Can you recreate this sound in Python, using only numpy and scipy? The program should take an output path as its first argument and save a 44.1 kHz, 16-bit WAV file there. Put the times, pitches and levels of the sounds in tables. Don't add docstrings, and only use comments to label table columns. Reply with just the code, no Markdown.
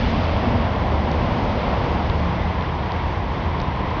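import sys
import numpy as np
from scipy import signal
from scipy.fft import rfft, irfft
from scipy.io import wavfile
from scipy.ndimage import uniform_filter1d, minimum_filter1d

SR = 44100
rng = np.random.default_rng(int(sys.argv[2]) if len(sys.argv) > 2 else 0)


def store_pcm(level_fs):
    pcm = np.round(np.clip(level_fs, -1, 1) * 32767).astype(np.int16)
    wavfile.write(sys.argv[1], SR, np.atleast_2d(pcm).T)


N = 176400


def from_db(db):
    return 10 ** (np.asarray(db) / 20)


def in_time(rows):
    seconds, *columns = np.transpose(rows)
    return [np.interp(np.arange(N) / SR, seconds, column) for column in columns]


def noise(gain_at):
    hz = np.maximum(np.arange(N // 2 + 1) * SR / N, 1e-3)
    return unit_rms(irfft(rfft(rng.standard_normal(N)) * gain_at(hz), N))


def unit_rms(x):
    return x / np.sqrt(np.mean(x ** 2) + 1e-20)


def coloured(spectrum):
    points_hz, db = np.transpose(spectrum)
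    return noise(lambda hz: from_db(np.interp(np.log(hz), np.log(points_hz), db)))


def drift(rate_hz):
    return noise(lambda hz: 1 / (1 + (hz / rate_hz) ** 2))


def steady(x, window_s):
    size = max(int(window_s * SR), 2)
    power = uniform_filter1d(uniform_filter1d(x ** 2, size), size)
    return unit_rms(x / np.sqrt(np.abs(power) + 1e-9))


def ring(clicks, hz, t60):
    decay = from_db(-60 / (t60 * SR))
    angle = 2 * np.pi * hz / SR
    return signal.lfilter([0, np.sin(angle)], [1, -2 * decay * np.cos(angle), decay ** 2], clicks + 1e-18)


def firing_note(curve, waver_hz, flutter_db=1.5):
    hz, db = in_time(curve)
    phase = 2 * np.pi * np.cumsum(hz + waver_hz * drift(rate_hz=5.5)) / SR
    return np.sqrt(2) * np.sin(phase) * from_db(db + flutter_db * drift(rate_hz=6))


def distant_traffic(level_db=-23.5):
    # frequency in Hz, relative level in dB.
    spectrum = [(12, -20.5), (25, -13), (45, -2), (85, 1.5), (125, -3), (195, -5.5), (240, -10),
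                (340, -10.5), (400, -13), (500, -11.5), (600, -13), (790, -10.5), (920, -10.5), (1080, -10),
                (1180, -16.5), (1450, -20.5), (1750, -21.5), (1980, -20), (2230, -22), (2500, -26),
                (3400, -28), (3900, -33.5), (4900, -39), (6000, -46.5), (6900, -67.5)]
    return from_db(level_db) * steady(coloured(spectrum), window_s=0.11)


def far_whine(centre_hz=972, half_width_hz=92):
    # time in seconds, level in dB.
    swell = [(0, -45), (.9, -39), (1.9, -37.5), (2.3, -41.5), (3, -38.5), (3.4, -38.5), (4, -32)]
    whine = noise(lambda hz: 1 / (1 + ((hz - centre_hz) / half_width_hz) ** 4))
    return from_db(in_time(swell)[0]) * steady(whine, window_s=0.092)


def far_engine():
    # time in seconds, pitch in Hz, level in dB.
    drone = [(0, 172, -47), (1.8, 174, -39.5), (2.2, 177, -33.5), (2.65, 175, -33.5), (2.9, 188, -40.5),
             (3.25, 197, -37.5), (4, 196, -49.5)]
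    return firing_note(drone, waver_hz=3.0)


def dry_ticks():
    # start in seconds, strike level in dB, pitch in Hz.
    strikes = [(1.1154, -26, 4800), (2.099, -19, 3600), (2.6094, -26, 3600), (2.6238, -22, 3200),
               (2.9194, -23, 4100), (3.6015, -21, 3900), (3.6163, -28, 4800)]
    # ratio to the pitch, gain in dB, seconds to die by 60 dB.
    modes = [(.74, -10.5, .002), (1, 5, 0.0021), (1.3, -6.5, 0.0022)]
    out = np.zeros(N)
    for start_s, strike_db, hz in strikes:
        click = from_db(strike_db) * (np.arange(N) == int(start_s * SR))
        for k, (ratio, mode_db, t60) in enumerate(modes):
            out += (-1) ** k * from_db(mode_db) * ring(click, hz * ratio, t60)
    return out


def vehicle_rolling():
    # frequency in Hz, relative level in dB.
    throb = [(15, -27.5), (30, -2.5), (42, 8), (53, 8.5), (66, 6.5), (85, -13), (140, -41)]
    rumble = [(12, -28), (28, -12), (48, -4.5), (72, 1), (105, -1.5), (170, -5.5), (250, -6.5),
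              (300, -14.5), (420, -17), (900, -57)]
    tyres = [(150, -19.5), (330, 1), (410, -4), (480, 5.5), (680, 6.5), (900, -1.5), (1060, -6),
             (1300, -7.5), (1700, -13.5), (3000, -58)]
    spray = [(900, -27), (1600, -3.5), (2300, 0.5), (3200, -1.5), (4000, -7.5), (5000, -9.5), (6000, -21.5),
             (6900, -38)]
    # time in seconds, level in dB.
    throb_fade = [(0, -28), (.5, -36.5), (.85, -33.5), (1.3, -32.5), (1.6, -35.5), (1.95, -34), (2.25, -38),
                  (2.8, -39), (3.35, -34), (4, -42)]
    rumble_fade = [(0, -25.5), (0.501, -24), (.9, -26.5), (1.4, -26.5), (1.9, -26.5), (2.4, -29.5),
                   (2.8, -40), (4, -43)]
    tyres_fade = [(0, -30.5), (.5, -27.5), (1, -29.5), (1.5, -28), (1.9, -28.5), (2.3, -35), (2.8, -42),
                  (4, -45.5)]
    spray_fade = [(0, -35), (.35, -38.5), (.7, -43.5), (1, -45), (1.35, -42), (1.8, -40.5), (2.3, -47),
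                  (4, -57.5)]
    layers = [(throb, throb_fade), (rumble, rumble_fade), (tyres, tyres_fade), (spray, spray_fade)]
    out = np.zeros(N)
    for spectrum, fade in layers:
        out += from_db(in_time(fade)[0]) * steady(coloured(spectrum), window_s=0.038)
    return out


def vehicle_exhaust(centre_hz=235, half_width_hz=17):
    # time in seconds, level in dB.
    surges = [(0, -27.5), (.15, -26.5), (.28, -46), (.42, -25.5), (.56, -25.5), (.75, -42.5), (1.45, -27.5),
              (1.8, -46), (4, -57.5)]
    boom = noise(lambda hz: 1 / (1 + ((hz - centre_hz) / half_width_hz) ** 2))
    return from_db(in_time(surges)[0]) * steady(boom, window_s=0.1)


def vehicle_engine():
    # time in seconds, pitch in Hz, level in dB.
    hum = [(0, 80.5, -30.5), (.25, 78, -23), (.5, 76.83, -33.5), (.9, 76.9, -25), (1.15, 75.3, -30),
           (1.35, 69.8, -40), (1.7, 72, -34.5), (2.05, 75.5, -29), (2.4, 77.3, -26), (2.7, 79.9, -33.5),
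           (3.05, 82.1, -28.5), (3.25, 80, -43), (3.5, 78, -29), (4, 77, -36)]
    return firing_note(hum, waver_hz=1.174)


def scene():
    vehicle = vehicle_engine() + vehicle_exhaust() + vehicle_rolling()
    city = far_engine() + distant_traffic() + far_whine()
    return (vehicle + city + dry_ticks())[None]


def record(dry):
    ceiling, window = 0.39, int(0.008 * SR)
    rolloff_hz, cutoff_hz = 6320, 7500
    allowed_gain = ceiling / np.maximum(np.abs(dry), ceiling)
    limited = dry * uniform_filter1d(minimum_filter1d(allowed_gain, window), window)
    dull = signal.sosfilt(signal.butter(8, rolloff_hz, fs=SR, output="sos"), limited)
    return signal.sosfilt(signal.cheby2(16, 60, cutoff_hz, fs=SR, output="sos"), dull)


dry = scene()
out = record(dry)
store_pcm(out)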